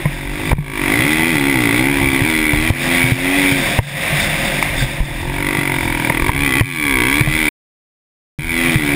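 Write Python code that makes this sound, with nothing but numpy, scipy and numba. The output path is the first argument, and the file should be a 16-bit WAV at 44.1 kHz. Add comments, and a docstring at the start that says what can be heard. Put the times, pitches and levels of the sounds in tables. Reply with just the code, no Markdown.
"""Single-cylinder four-stroke dirt bike on a rough track, heard from a cased camera on the rider.
It revs up and pulls for 3.5 s: once a cycle the exhaust barks and the intake honks. Wind buffets the
case; bumps knock it and the limiter ducks. From 3.7 s, off throttle, tyres and chain rush over gravel;
a blip and a tick of grit at 4.6 s. The throttle reopens at 5.5 s and the revs climb from 6.2 s.
The sound cuts out from 7.5 to 8.4 s, then returns with the engine still pulling."""
import sys
import numpy as np
from scipy import signal
from scipy.fft import rfft, irfft
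from scipy.io import wavfile
from scipy.ndimage import uniform_filter1d
from numba import njit

SR = 44100
rng = np.random.default_rng(int(sys.argv[2]) if len(sys.argv) > 2 else 0)


def output_pcm(signal):
    """Save a mono or channel-first signal as 16-bit PCM at the path in sys.argv[1].

    Samples are clipped to [-1, 1] before scaling.
    """
    pcm = np.clip(np.atleast_2d(signal).T, -1, 1) * 32767
    wavfile.write(sys.argv[1], SR, np.round(pcm).astype(np.int16))


N = 394694
TIME = np.arange(N) / SR

# Engine firing rate: t/s, f/Hz
FIRING_RATE = [(0.0, 40.5), (0.44, 51.64), (0.71, 54.77), (0.85, 44.7), (1.0, 62.91), (1.1, 76.41),
               (1.2, 79.79), (1.29, 85.21), (1.39, 69.33), (1.5, 69.59), (1.69, 54.06), (1.89, 70.44),
               (1.98, 69.1), (2.21, 66.24), (2.27, 80.26), (2.48, 76.25), (2.52, 72.94), (2.62, 78.6),
               (2.73, 83.44), (2.95, 86.39), (3.19, 87.87), (3.37, 94.77), (3.56, 92.02), (3.94, 47.0),
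               (4.42, 39.93), (4.68, 49.39), (5.09, 38.68), (5.33, 46.57), (5.44, 48.1), (5.56, 48.74),
               (5.72, 45.56), (5.85, 43.23), (5.98, 40.53), (6.2, 39.62), (6.36, 69.6), (6.44, 71.55),
               (6.54, 61.54), (6.66, 92.78), (6.8, 75.52), (6.9, 68.71), (7.02, 58.89), (7.1, 68.53),
               (7.2, 76.48), (7.41, 78.44), (7.48, 73.03), (8.39, 76.0), (8.46, 82.57), (8.68, 85.08),
               (8.85, 72.14), (8.95, 71.05)]
# Throttle: t/s, opening/0-1
THROTTLE_OPENING = [(0, 0.21), (.52, 0.76), (.72, 0.93), (1.03, 0.95), (1.4, 0.96), (1.8, 0.93),
                    (2.03, 0.84), (2.35, 0.91), (2.8, 0.8), (3.02, .94), (3.2, 0.68), (3.52, 0.92),
                    (3.72, 0), (4.25, 0), (4.6, 0.4), (5.05, 0), (5.48, 0.9), (5.9, 0.76), (6.25, 0.89),
                    (6.599, 0.99), (7.48, 0.97), (8.6, 0.94), (8.95, 0.81)]
# Intake trim, before throttle and revs: t/s, level/dB
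INTAKE_TRIM = [(0, -5.5), (1.4, 2.5), (2.8, 0), (4.5, 0.5), (5.6, -5), (6.9, -2), (8.95, 1)]
# Tailpipe note, before throttle: t/s, level/dB
DRONE_LEVEL = [(0, -26.5), (.8, -27), (1.3, -18), (2.05, -20.5), (2.4, -31.5), (3.4, -29.5), (5.6, -23),
               (6.3, -24.5), (6.7, -27), (7.4, -30.5), (8.8, -28.5)]
# Tyre rush as the ground changes: t/s, level/dB
GROUND_LEVEL = [(0, -26.5), (.25, -31.5), (.9, -20), (1.4, -24), (2.15, -23), (2.42, -28.5), (2.8, -17.5),
                (3.2, -21.5), (3.4, -19), (4.05, -17.5), (4.6, -19), (5.05, -28.5), (6.099, -24.5),
                (6.749, -39), (7.25, -24), (8.4, -27.5), (8.68, -21), (8.95, -23.5)]

# Camera jolts, and two low wind thumps near 5.0 and 6.2 s: t/s, thump level/dB, f/Hz, decay/s, clack level/dB
JOLTS = [(0.055, -5.5, 147, 0.015, -11.5), (.516, -6.5, 64.8, 0.0039, -8), (0.531, 19, 89, 0.0025, -2.5),
         (0.583, 9, 151, 0.016, -7), (.995, -10.5, 120, .007, -20), (2.032, -9.5, 130, 0.019, -39),
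         (2.217, -8, 118, 0.014, -39), (2.534, -6.5, 118, 0.0065, -13.5), (2.703, 8, 103, 0.0078, -12),
         (3.038, -7, 126, 0.032, -27), (3.119, 1.5, 123, 0.013, -21), (3.52, -7, 134, 0.0056, -19),
         (3.789, 13.5, 115, 0.0088, 8), (4.125, -14.5, 146, 0.034, -34), (4.822, -10, 130, 0.022, -18.5),
         (5.003, -1.5, 41.5, 0.012, -23), (5.583, -10.5, 155, 0.0065, -16), (6.099, -7.5, 153, .0057, -2.5),
         (6.221, -5.5, 42, 0.007, -25.5), (6.292, 0, 102, 0.0045, 0.5), (6.353, -16, 124, 0.012, -17),
         (6.609, 12.5, 113, 0.014, 6), (7.21, 3.5, 128, .01, -3), (7.273, -3, 135.2, 0.015, -11),
         (8.35, 11.5, 147.5, 0.024, -20), (8.757, 1, 129, 0.011, -15)]
# Slack chain hitting its guide: t/s, level/dB
GUIDE_SLAPS = [(4.8, -25.5)]
# Grit hitting the case: t/s, level/dB
GRIT_HITS = [(4.6257, 11)]
# Gusts on the case: t/s, level/dB
WIND_GUSTS = [(.31, -33), (.57, -9), (2.06, -21.5), (2.64, -21.5), (4.2, -34), (4.8, -27), (5.23, -23.5),
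              (5.8, -29), (6.38, -20), (7.27, -12.5), (8.47, -23)]

# Silencer chambers: f/Hz, width/Hz
CHAMBERS = [(2200, 1050), (3500, 710), (4700, 1100)]
# Resonances, each table: f/Hz, width/Hz, relative level/dB
EXHAUST_MODES = [(345, 64.5, 3.5), (490, 58, -23.5), (730, 15, -12.5), (956, 60, 0), (1136, 80, -7),
                 (1610, 320, -7.5), (2030, 100, 2.5), (2309, 204, 2.5), (3320, 417, -11),
                 (4056, 120, -16.5), (4860, 1500, -24)]  # pipe, bark
AIRBOX_MODES = [(126, 15, 3.5), (285.9, 63, 11), (354, 96, -0.5), (445, 100, -32.5), (730, 55, -25),
                (865, 65, -18.5)]  # airbox, honk
TAILPIPE_MODES = [(129, 36, 6), (340.3, 52, 1.5), (476, 30, -10.5), (736, 62, -11), (892, 94, -3.5)]  # tailpipe, clean note
GRAVEL_MODES = [(268.3, 230, -4.5), (547.3, 34, 6.5), (686, 130, 1.5), (995, 490, -4.5), (1566, 87, -5),
                (1914, 230, 4), (2237, 500, 4.5), (2700, 280, -3), (3480, 620, -5), (4650, 150, -19.5),
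                (5280, 890, -13)]  # tyres on gravel
CHAIN_MODES = [(200, 88, 1), (1610, 130, -5), (2030, 250, -10.5), (3575, 280, -3), (4675, 210, -13.5),
               (5120, 500, -14), (6860, 840, -20.5)]  # slack chain
CLACK_MODES = [(560, 380, -2), (960, 180, 1), (2000, 430, -3.5)]  # case, jolted
TICK_MODES = [(937.3, 300, -6), (2206, 180, 7.5), (3520, 500, -41), (5070, 690, -24.5)]  # case, hit by grit
MOUNT_MODES = [(99, 17, -8.5), (150.9, 23.4, 5.5)]  # shaking camera mount
WIND_MODES = [(20, 18, -19), (37.4, 7.3, -0.5), (70, 62, -12.5)]  # wind on the case


def exhaust(firing_hz, rise_s=0.0013, echo_s=0.0036, echo_gain=0.27, gas_db=-3, hiss_hz=1900,
            body_hz=1500):
    """The valve releases a shock front and turbulent gas; both bounce along the pipe."""
    firings = strokes(firing_hz, offset_cycles=0, jitter_s=0.00003, scatter_db=0.27)
    firings = sum(echo_gain ** k * np.roll(firings, int(k * echo_s * SR)) for k in range(3))
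    # All-pass chambers delay the front near resonance: each bark swells, then fades.
    front = firings
    for centre_hz, width_hz in CHAMBERS:
        radius = np.exp(-np.pi * width_hz / SR)
        poles = [1, -2 * radius * np.cos(2 * np.pi * centre_hz / SR), radius * radius]
        front = signal.sosfilt([poles[::-1] + poles] * 2, front)
    age = np.arange(2048) / SR / rise_s
    burst = np.sqrt(age) * np.exp(-age / 2)
    gas = signal.fftconvolve(firings, burst)[:N] * rng.standard_normal(N)
    gas = signal.sosfilt(signal.butter(2, hiss_hz, "high", fs=SR, output="sos"), gas)
    blast = rider_reflection(unit(front) + undb(gas_db) * unit(gas))
    bark = resonate(unit(blast), EXHAUST_MODES, skirt=2.07)
    # Low revs: slower valve, rounder bark.
    body = signal.sosfiltfilt(signal.butter(2, body_hz, fs=SR, output="sos"), bark)
    return bark + body * ((firing_hz.mean() / firing_hz) ** 2 - 1)


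def rider_reflection(x, lag_s=0.001432, sway_s=0.00033, gain=0.44):
    """Adds an echo off the swaying rider; the colour wanders."""
    return x + gain * np.interp(TIME - lag_s - sway_s * walk(5), TIME, x)


def intake(firing_hz):
    """A gulp of air rings the airbox ahead of each exhaust stroke."""
    gulps = strokes(firing_hz, offset_cycles=0.793, jitter_s=0.00002, scatter_db=1.1)
    return resonate(gulps, AIRBOX_MODES, skirt=2.74)


def tailpipe_drone(firing_hz):
    """Each firing's smooth push leaves the tailpipe as a throaty note."""
    pushes = strokes(firing_hz, offset_cycles=0.064, jitter_s=0.00001, scatter_db=4.1)
    return resonate(pushes, TAILPIPE_MODES, skirt=2.2)


def tyre_rush(firing_hz, grain_db=-1.5, surge_db=1.5, clatter_depth=0.028):
    """Knobs crunch grit in surges; the drive clatters slightly once per crank turn."""
    crank_turns = 2 * np.cumsum(firing_hz) / SR
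    clatter = 1 + clatter_depth * np.cos(2 * np.pi * crank_turns)
    crunch = undb(grain_db * walk(900) + surge_db * walk(45))
    return resonate(unit(crunch * clatter * rng.standard_normal(N)), GRAVEL_MODES, skirt=1.86)


def chain(link_db=1.5, whip_db=6.0):
    """Slack links chatter on the sprockets, harder as the chain whips."""
    chatter = undb(link_db * walk(600) + whip_db * walk(24.64))
    return resonate(unit(chatter * rng.standard_normal(N)), CHAIN_MODES, skirt=2.2)


def bumps(push_s=0.0017, clack_s=0.0049, ring_hz=142, ring_s=0.12, ring_db=-20.5, size=8192):
    """Each jolt or low wind thump knocks the camera, rings its mount and clacks the case."""
    t = np.arange(size) / SR
    ring = undb(ring_db) * np.sin(2 * np.pi * ring_hz * t) * np.exp(-t / ring_s)
    thumps, clacks = np.zeros((2, N + size))
    for start_s, thump_db, thump_hz, decay_s, clack_db in JOLTS:
        at = int(start_s * SR)
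        swing = np.sin(2 * np.pi * thump_hz * t) * np.exp(-t / decay_s) * (1 - np.exp(-t / push_s))
        thumps[at:at + size] += undb(thump_db) * (swing / np.abs(swing).max() + ring)
        clacks[at:at + size] += undb(clack_db) * np.exp(-t / clack_s) * rng.standard_normal(size)
    return thumps[:N] + resonate(clacks, CLACK_MODES, skirt=2.9)


def grit(decay_s=0.0012):
    """Thrown grit ticks on the case."""
    hits = sum(undb(db) * (TIME >= s) * np.exp(-np.abs(TIME - s) / decay_s) for s, db in GRIT_HITS)
    return resonate(hits * rng.standard_normal(N), TICK_MODES, skirt=2.3)


def buffeting(modes, spread_db):
    """Wind or shaking drives low resonances in short random surges."""
    return resonate(unit(rng.standard_normal(N) * undb(spread_db * walk(13))), modes, skirt=2.5)


def strokes(firing_hz, offset_cycles, jitter_s, scatter_db):
    """One pulse per engine cycle, scattered in time and level; rms 1."""
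    phase = np.cumsum(firing_hz) / SR
    cycles = np.arange(int(phase[-1]))
    timing, strength = rng.standard_normal((len(cycles), 2)).T
    pulse_s = np.interp(cycles + offset_cycles, phase, TIME) + jitter_s * timing
    at = np.clip((pulse_s * SR).astype(int), 0, N - 1)
    return unit(np.bincount(at, undb(scatter_db * strength) / np.sqrt(firing_hz[at]), N))


def resonate(x, modes, skirt, size=8192):
    """Minimum-phase resonances, unit power gain; higher skirt, deeper valleys."""
    f = np.arange(size // 2 + 1) * SR / size
    power = sum(undb(db) ** 2 * (1 + (2 * (f - hz) / width_hz) ** 2 / skirt) ** -skirt
                for hz, width_hz, db in modes)
    cepstrum = irfft(np.log(power) / 2)
    cepstrum[1:size // 2] *= 2
    cepstrum[size // 2 + 1:] = 0
    response = irfft(np.exp(rfft(cepstrum)))
    return signal.fftconvolve(x, response / np.linalg.norm(response))[:N]


def walk(rate_hz):
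    """Random steps, smoothed twice; spread of order 1."""
    hold = max(int(SR / rate_hz), 1)
    steps = np.repeat(rng.standard_normal(N)[:N // hold + 1], hold)
    return 0.8 * uniform_filter1d(uniform_filter1d(steps, hold), hold)[:N]


def swells(events, width_s):
    """Gaussian gain swell around each event."""
    return sum(undb(db) * np.exp(-((TIME - s) / width_s) ** 2 / 2) for s, db in events)


def curve(table):
    """Breakpoints joined linearly in time."""
    return np.interp(TIME, *np.transpose(table))


def undb(db):
    """dB to gain."""
    return 10 ** (np.asarray(db) / 20)


def unit(x):
    """Scale to rms 1."""
    return x / np.sqrt(np.mean(x ** 2))


@njit
def limiter_gain(x, ceiling, attack_s, release_s):
    """Peak follower; gain drops while it exceeds the ceiling."""
    attack, release = 1 / (attack_s * SR), 1 / (release_s * SR)
    gain, peak = np.empty(len(x)), 0.
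    for i in range(len(x)):
        peak += (abs(x[i]) - peak) * (attack if abs(x[i]) > peak else release)
        gain[i] = ceiling / max(peak, ceiling)
    return gain


def sample_and_hold(x, rate_hz=12000, oversample=20):
    """A slow converter holds each sample, mirroring midrange into glassy treble."""
    samples = signal.resample_poly(x, rate_hz, SR, window=("kaiser", 10))
    return signal.resample_poly(np.repeat(samples, oversample), SR, rate_hz * oversample)[:N]


def scene(cruise_hz=70):
    """Throttle and revs drive the engine; the ground drives rush, rattle and shake. One microphone."""
    firing_hz, ground_db = curve(FIRING_RATE), curve(GROUND_LEVEL)
    throttle = np.clip(curve(THROTTLE_OPENING), 0, 1)
    shut = 1 - throttle
    revs_octaves = np.log2(firing_hz / cruise_hz)
    exhaust_db = -12 - 34.5 * shut + 6 * revs_octaves
    intake_db = -16.5 - 17.5 * shut + 3 * revs_octaves + curve(INTAKE_TRIM)
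    drone_db = curve(DRONE_LEVEL) - 11 * shut
    chain_db = ground_db - 5 - 4 * throttle  # quieter when pulled taut
    engine = undb(intake_db) * intake(firing_hz)
    engine += undb(exhaust_db) * exhaust(firing_hz)
    engine += undb(drone_db) * tailpipe_drone(firing_hz)
    tyres = undb(ground_db) * tyre_rush(firing_hz)
    rattle = (undb(chain_db) + swells(GUIDE_SLAPS, width_s=0.024)) * chain()
    wind = (undb(-30) + swells(WIND_GUSTS, width_s=0.059)) * buffeting(WIND_MODES, spread_db=3.0)
    shake = undb(-17.5 + 0.56 * ground_db) * buffeting(MOUNT_MODES, spread_db=6.5)
    return np.tile(engine + tyres + rattle + wind + shake + bumps() + grit(), (2, 1))


def record(dry, lookahead_s=0.00023, cut_s=(7.49, 8.388), top_hz=15500):
    """Camera path: limiter, clipping, converter, DC block, a stretch of silence, low-pass."""
    gain = limiter_gain(dry[0], ceiling=0.49, attack_s=0.0013, release_s=0.11)
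    gain = np.interp(TIME + lookahead_s, TIME, gain)
    sound = sample_and_hold(np.clip(dry[0] * gain, -1, 1))
    live = (TIME < cut_s[0]) | (TIME > cut_s[1])
    dc_block = signal.butter(1, 10, "high", fs=SR, output="sos")
    lowpass = signal.ellip(10, 0.2, 90, top_hz, fs=SR, output="sos")
    sound = signal.sosfilt(dc_block, sound) * live
    return np.tile(signal.sosfilt(lowpass, sound), (2, 1))


dry = scene()
out = record(dry)
output_pcm(out)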